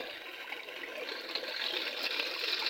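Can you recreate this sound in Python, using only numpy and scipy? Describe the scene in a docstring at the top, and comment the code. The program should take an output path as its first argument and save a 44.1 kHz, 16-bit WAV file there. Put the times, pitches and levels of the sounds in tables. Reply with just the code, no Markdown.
"""In a hole in a tiled floor, between boards and an appliance, a drain hose pours water into a pipe.
Crowds of small bubbles, noise drops and steady noise make the rush; single rings make splashes and glugs;
short noise puffs make spray, and noise in a sliding resonance makes the burble of the pipe.
The microphone moves closer: the sound grows and its colour shifts and opens towards the treble."""
import sys
import numpy as np
from scipy import signal
from scipy.fft import rfft, irfft
from scipy.io import wavfile
from scipy.ndimage import uniform_filter1d

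SR = 44100
rng = np.random.default_rng(int(sys.argv[2]) if len(sys.argv) > 2 else 0)


def unload_audio(sound):
    """Save the sound as a 16-bit wav file, at the path given as the first command line argument."""
    columns = np.transpose(np.atleast_2d(sound))
    # keep every value between -1 and 1, then stretch to whole-number steps
    steps = np.round(np.clip(columns, -1, 1) * 32767)
    wavfile.write(sys.argv[1], SR, steps.astype(np.int16))


def voltage_ratio(level):
    """Linear amplitude factor for a level in decibels (scalar or array-like)."""
    return 10 ** (np.asarray(level, float) / 20)


N = 118629  # length [samples]

# Colour of the splashing at four places on the way in, far to near;
# for each place a list of (frequency [Hz], relative level [dB per Hz])
PLACE_COLOURS = [
    [(450, -17), (760, 0), (1070, -23), (1510, 0), (2020, -3), (2400, -2.5), (2720, -5), (2850, -6),
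     (3620, -5.5), (4430, -11), (4750, -4), (4930, -12), (5090, -22), (5700, -24.5), (7500, -33),
     (9750, -65)],
    [(450, -28), (760, -3), (813, -14), (877, -17), (938, -10), (1050, -2), (1150, -19.5), (1530, -2.5),
     (1750, -5.5), (2240, -2), (3200, -4.5), (3390, -18), (3870, -11.5), (4180, -14.5), (4870, -20),
     (5310, -20), (7500, -33), (9750, -68)],
    [(450, -30), (760, -13), (886, -5), (994, -15), (1090, -13.5), (1230, -18.5), (1420, -6.5), (1670, -4),
     (1820, -6.5), (2240, -7), (2520, -7), (3110, -8.5), (3290, -9.5), (4180, -2.5), (4430, -5),
     (4830, -18), (5790, -25.5), (7500, -35.5), (9750, -54)],
    [(450, -53), (760, -15), (903, -6.5), (1000, -14.5), (1100, -10.5), (1200, -8), (1620, -3.5),
     (1980, -6.5), (2120, -4), (2220, -9.5), (2400, -0.5), (2640, -0.5), (2930, -5.5), (3260, -4),
     (4100, 0.5), (5260, -6.5), (5900, -22.5), (7500, -31.5), (9750, -62)],
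]
# Way of the microphone: (time [s], place [0-3, index among the colours])
MICROPHONE_WAY = [(0, 0), (.15, .15), (.25, .9), (.4, 1), (1.04, 1.05), (1.09, 1.9), (1.62, 2), (1.68, 2.5),
                  (1.96, 2.6), (2.05, 3), (2.69, 3)]
# Stream before hollow and patches: (time [s], splashing level [dB], gurgle level [dB], hiss level [dB])
STREAM_LEVELS = [(0, -44.5, -44.5, -65.5), (.15, -47, -54, -68.5), (0.421, -46.5, -57.5, -67.5),
                 (.5, -48.5, -52, -67), (.9, -46, -53, -68.5), (1.0, -45.5, -48, -68),
                 (1.1, -42.5, -48, -67.5), (1.33, -45, -51, -68), (1.4, -43.5, -47.5, -65),
                 (1.551, -41.5, -51, -64.5), (1.7, -40, -48.5, -61.5), (1.95, -40, -48, -62),
                 (2.059, -36, -47, -58), (2.09, -45.5, -66, -67), (2.13, -36, -45.5, -60),
                 (2.35, -39, -50, -60.5), (2.5, -35, -51, -59.5), (2.69, -37.5, -49, -63.5)]
# Colour of the gurgle: (frequency [Hz], relative level [dB per Hz])
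GURGLE_COLOUR = [(120, -75), (200, -24.5), (268, -7.5), (310, -11), (350, -4), (410, -9.5), (474, -2.5),
                 (640, -5), (760, -12.5), (1100, -11), (1500, -46)]
# Colour of the hiss: (frequency [Hz], relative level [dB per Hz])
HISS_COLOUR = [(3000, -50), (6000, -14), (8000, -4), (10000, -8), (12500, -2.5), (15500, 3.5),
               (16100, -5.5)]
# Air resonances of pipe and hollow: (frequency [Hz], width [Hz], lift [dB])
HOLLOW_RESONANCES = [(362.6, 27, 3.5), (474, 20, 4), (907, 22, 4), (2534, 39, 3.5), (2716, 130, 1.5),
                     (3586, 36, 10.5), (4030, 55, -0.5)]
# One resonance heard only early on, fading out at a fixed time:
# (frequency [Hz], width [Hz], lift [dB], fades from [s], gone at [s])
EARLY_RESONANCE = (3870, 210, 9.1, 0.66, 0.79)
# Loud splashes: (time [s], level before the ring trim [dB], bubble pitch [Hz],
# wide burst relative to the stream, before its band filter [dB])
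SPLASH_EVENTS = [(0.4723, -36.5, 1510, 2), (0.5212, -26.5, 2176, 13.5), (0.594, -26, 2228, 5),
                 (0.6328, -32.5, 3780, -8), (0.6866, -31.5, 2660, -1), (0.7188, -35, 2150, 1),
                 (0.76, -37, 3050, 13.5), (0.833, -27, 1950, 5), (0.9544, -31.5, 2490, 8.5),
                 (0.9943, -31, 2320, 2.5), (1.0876, -30.5, 4000, 12.5), (1.1897, -28, 4280, 1),
                 (1.29, -29.5, 4340, -15), (1.3093, -37, 3470, 11), (1.351, -18.5, 4130, 19),
                 (1.372, -23, 4090, -1), (1.4363, -32.5, 1620, 9), (1.479, -32, 3670, 11.5),
                 (1.5402, -31, 1560, 6), (1.5626, -25, 4090, 6.5), (1.5934, -28.5, 1648, 7),
                 (1.6162, -23, 3580, 10), (1.6618, -18, 3830, 9.5), (1.6833, -24, 3360, 7),
                 (1.707, -24.5, 3190, -7), (1.7354, -22, 3160, 10), (1.7649, -26, 2543, 14),
                 (1.758, -23.5, 3540, -2), (1.8186, -26, 3726, 4.5), (1.867, -27, 2730, 9),
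                 (1.9656, -27, 3780, 5.5), (2.0394, -23, 4160, 5.5), (2.0664, -22, 2640, 5),
                 (2.1068, -21, 3770, 12.5), (2.14, -33, 3530, 4), (2.1952, -19, 2676, 11.5),
                 (2.2486, -25.5, 2490, -16), (2.265, -27, 2730, -13), (2.4375, -27, 2690, 12.5),
                 (2.4784, -22, 3630, 5.5), (2.5296, -15, 3840, 6), (2.591, -24, 3550, 4),
                 (2.6631, -14.5, 4380, 12.5)]
# Bubbles that climb fast as they reach the surface:
# (time [s], peak level before the room [dB], start pitch [Hz], pitch rise [fraction per decay length])
CHIRP_EVENTS = [(1.6392, -27, 2750, 0.4), (1.772, -25.5, 3240, 0.215)]
# Low glugs in the pipe: (time [s], level before the ring trim [dB], pitch [Hz])
GLUG_EVENTS = [(0.0, -31, 267), (0.083, -27.5, 617), (0.443, -27.5, 965), (0.519, -25, 791),
               (0.975, -24, 603), (1.021, -22.5, 473), (1.113, -22.5, 428), (1.351, -26.5, 438),
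               (1.352, -26.5, 670), (1.428, -20, 507), (1.483, -24, 604), (1.728, -24, 353),
               (1.86, -28, 483), (2.094, -26.5, 473), (2.362, -23, 1043), (2.432, -27, 474),
               (2.476, -25, 440), (2.622, -20.5, 895)]
# Air column of the pipe, its pitch moving with the water level: (time [s], pitch [Hz], level [dB])
PIPE_BURBLE = [(0, 560, -58.5), (.5, 480, -61), (0.851, 350, -56), (0.979, 620, -50.5), (1.03, 480, -47),
               (1.071, 560, -53), (1.119, 440, -60), (1.26, 470, -53), (1.32, 470, -63), (1.36, 450, -47),
               (1.451, 540, -54.5), (1.599, 520, -61), (1.87, 480, -51), (1.931, 580, -48.5),
               (2.031, 540, -53), (2.111, 450, -54), (2.291, 530, -47), (2.39, 460, -56), (2.518, 350, -55),
               (2.69, 530, -48)]
# Spits of fine spray: (time [s], level before lift and colour [dB])
SPIT_EVENTS = [(0.3252, -49), (0.9765, -45), (1.208, -46), (1.3069, -47), (1.481, -45), (1.72, -44),
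               (2.028, -35.5), (2.0991, -46), (2.392, -40.5), (2.4375, -43), (2.4784, -44), (2.5157, -39.5),
               (2.591, -38), (2.6638, -44)]
# Colour of the spray: (frequency [Hz], gain [dB])
SPRAY_COLOUR = [(5500, -15), (7000, -4.5), (10000, -14.5), (13000, -4), (15500, -5)]
# Steady hum of the room and hiss of the microphone: (frequency [Hz], relative level [dB per Hz])
FLOOR_COLOUR = [(20, -2.5), (60, -42), (80, -12.5), (120, -2.5), (165, -35), (200, 5), (300, -21),
                (5000, -22), (10000, -15), (15500, -10.5)]


def evened(x):
    """Scale a signal to an RMS of 1."""
    return x / np.sqrt(np.mean(x ** 2) + 1e-20)


def read(points, hz):
    """Read a curve at the given frequencies, along a logarithmic frequency axis."""
    f, value = np.transpose(points)
    return np.interp(np.log(hz + 1), np.log(f + 1), value)


def add(mix, s, sound):
    """Lay a sound into the mix at s seconds, cut off at the end."""
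    part = mix[round(s * SR):][:len(sound)]
    part += sound[:len(part)]


def train(per_s, spread_db):
    """Sparse clicks at random times, of uneven size."""
    size = voltage_ratio(spread_db * np.minimum(rng.exponential(1, N), 4))
    return size * (rng.random(N) < per_s / SR)


def bubble(hz, cycles, rise, swell):
    """A ring that swells over some cycles, dies away and climbs in pitch; peak 1."""
    u = np.arange(int(4 * max(cycles, 2) * SR / hz)) * hz / SR  # time in cycles of the start pitch
    envelope = (1 - np.exp(-u / swell)) * np.exp(-2 * u / cycles)
    ring = envelope * np.sin(2 * np.pi * (u + rise * u ** 2 / (2 * cycles)))
    return ring / abs(ring).max()


def puff(rise_s, fall_s):
    """A burst of noise with a quick rise and an exponential fall."""
    t = np.arange(4000) / SR
    return (1 - np.exp(-t / rise_s)) * np.exp(-t / fall_s) * rng.standard_normal(4000)


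def stream():
    """Bubbles of all sizes, wide drops and an even rush, each even in power per hertz, surging together."""
    bubbles_db, drops_db, rush_db, surge_db = -3, -4.5, -2.5, 1.2
    drop_fall_s = 0.0033
    clicks = train(per_s=2500, spread_db=4.5)
    pitches = np.geomspace(200, 19000, num=48)  # Hz
    chance = pitches ** .5 / sum(pitches ** .5)
    kind = rng.choice(48, N, p=chance)
    bubbles = np.zeros(N)
    for k, hz in enumerate(pitches):
        ring = bubble(hz, cycles=11.9, rise=0.049, swell=0.47)
        # high rings are shorter, so they are made stronger
        bubbles += signal.oaconvolve(clicks * (kind == k), ring * hz ** .75)[:N]

    fall = np.exp(-np.arange(2000) / SR / drop_fall_s)
    drop_envelope = signal.oaconvolve(train(per_s=150, spread_db=2.5), fall)[:N]
    drops = rng.standard_normal(N) * drop_envelope
    rush = rng.standard_normal(N)

    t = np.arange(N) / SR
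    surge_hz = np.geomspace(4, 50, num=30)
    surge = evened(sum(np.sin(2 * np.pi * (f * t + rng.random())) / f ** 0.15 for f in surge_hz))
    mix = voltage_ratio(bubbles_db) * evened(bubbles) + voltage_ratio(drops_db) * evened(drops) + voltage_ratio(rush_db) * rush
    return mix * voltage_ratio(surge_db * surge)


def bursts():
    """The wide noise of each splash: a puff scaled against the stream, then weakened in bass and treble."""
    out = np.zeros(N)
    for s, _, _, burst_db in SPLASH_EVENTS:
        add(out, s, voltage_ratio(burst_db) * puff(rise_s=0.002, fall_s=0.0076))
    return signal.sosfilt(signal.butter(1, [900, 7000], "band", fs=SR, output="sos"), out)


def heard(x):
    """Colour the stream by microphone place, add gurgle and hiss power, then resonances and drifting patches."""
    patch_db = 2
    hz, t, z = signal.stft(x, SR, nperseg=2048, noverlap=1792)

    def unit(points):
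        """A colour in dB with a mean power of 1."""
        db = read(points, hz)
        return db - 10 * np.log10(np.mean(voltage_ratio(2 * db)))

    def resonance(f, width, db):
        """A peak in dB, halved at half the width to either side."""
        return db / (1 + (2 * (hz - f) / width) ** 2)

    place = np.interp(t, *np.transpose(MICROPHONE_WAY))
    share = np.maximum(1 - abs(place - np.arange(4)[:, None]), 0)  # blend of neighbouring places
    splashing = np.transpose([unit(c) for c in PLACE_COLOURS]) @ share
    colours = [splashing, unit(GURGLE_COLOUR)[:, None], unit(HISS_COLOUR)[:, None]]
    s, *levels = np.transpose(STREAM_LEVELS)
    power = sum(voltage_ratio(2 * (colour + np.interp(t, s, db))) for colour, db in zip(colours, levels))

    patches = uniform_filter1d(rng.standard_normal(z.shape), size=8, axis=0)
    patches = evened(uniform_filter1d(patches, size=16, axis=1))
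    hollow_db = sum(resonance(*row) for row in HOLLOW_RESONANCES)
    f, width, db, *fade_s = EARLY_RESONANCE
    early_db = np.outer(resonance(f, width, db), np.interp(t, fade_s, [1, 0]))
    gain = np.sqrt(power) * voltage_ratio(hollow_db[:, None] + early_db + patch_db * patches)
    return signal.istft(z * gain, SR, nperseg=2048, noverlap=1792)[1][:N]


def splashes():
    """Each splash rings one clear bubble and two smaller ones near its pitch just after; a few bubbles chirp."""
    ring_db, follow_db = -7.5, -6.5  # trim of the ring, followers below it
    follow_s = 0.008  # longest delay of a follower
    swell = 11  # cycles
    out = np.zeros(N)
    for s, db, hz, _ in SPLASH_EVENTS:
        add(out, s, voltage_ratio(db + ring_db) * bubble(hz, 15.3, 0.014, swell))
        for late, shift in rng.random((2, 2)):
            follow_hz = hz * (1 + 0.32 * (shift - .5))
            follower = bubble(follow_hz, 10.2, 0.1, swell)
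            add(out, s + follow_s * late, voltage_ratio(db + ring_db + follow_db) * follower)
    for s, db, hz, rise in CHIRP_EVENTS:
        add(out, s, voltage_ratio(db) * bubble(hz, 7.9, rise, swell))
    return out


def glugs():
    """Large bubbles close in the pipe, each a low, short ring."""
    ring_db = -13.5
    out = np.zeros(N)
    for s, db, hz in GLUG_EVENTS:
        add(out, s, voltage_ratio(db + ring_db) * bubble(hz, cycles=6.5, rise=0.013, swell=2.5))
    return out


def burble():
    """Noise rings in one resonance of the pipe's air that slides with the water level."""
    width_hz = 130
    s, hz, db = np.transpose(PIPE_BURBLE)
    t = np.arange(N) / SR
    r = np.exp(-np.pi * width_hz / SR)
    noise = rng.standard_normal(N) + 1j * rng.standard_normal(N)
    slow = signal.lfilter([1], [1, -2 * r, r * r], noise)  # narrow noise around 0 Hz
    turn = np.exp(2j * np.pi * np.cumsum(np.interp(t, s, hz)) / SR)  # moves it up to the pitch
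    return voltage_ratio(np.interp(t, s, db)) * evened((slow * turn).real)


def spits():
    """Short bursts of treble hiss as spray hits the tiles."""
    lift_db = 4
    out = np.zeros(N)
    for s, db in SPIT_EVENTS:
        add(out, s, voltage_ratio(db + lift_db) * puff(rise_s=0.003, fall_s=0.0072))
    return irfft(rfft(out) * voltage_ratio(read(SPRAY_COLOUR, np.fft.rfftfreq(N, 1 / SR))), N)


def room(x):
    """The walls of the hollow answer with a short dense tail of random echoes."""
    tail_db, t60_s = -7, 0.17
    t = np.arange(SR // 3) / SR
    signs = rng.choice([-1., 1.], len(t))
    chosen = (rng.random(len(t)) < .1) * (t > .002)  # a tenth of the instants, after 2 ms
    taps = signs * chosen * voltage_ratio(-60 * t / t60_s)
    return x + voltage_ratio(tail_db) * signal.oaconvolve(x, taps / np.linalg.norm(taps))[:N]


def floor():
    """Even background: noise coloured as room hum and microphone hiss."""
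    level_db = -67.5
    colour = voltage_ratio(read(FLOOR_COLOUR, np.fft.rfftfreq(N, 1 / SR)))
    return voltage_ratio(level_db) * evened(irfft(rfft(rng.standard_normal(N)) * colour, N))


def scene():
    """The coloured stream, the burble, single water sounds in the hollow, and the background."""
    water = heard(evened(room(evened(stream()) + bursts())))
    single = room(splashes() + glugs() + spits())
    return (water + burble() + single + floor())[None]


def top_cut(x):
    """Nothing passes above the cut-off."""
    return signal.sosfilt(signal.butter(12, 16040, fs=SR, output="sos"), x)


def record(dry):
    """Hand on the finished mono mix."""
    return top_cut(dry)


dry = scene()
out = record(dry)
unload_audio(out)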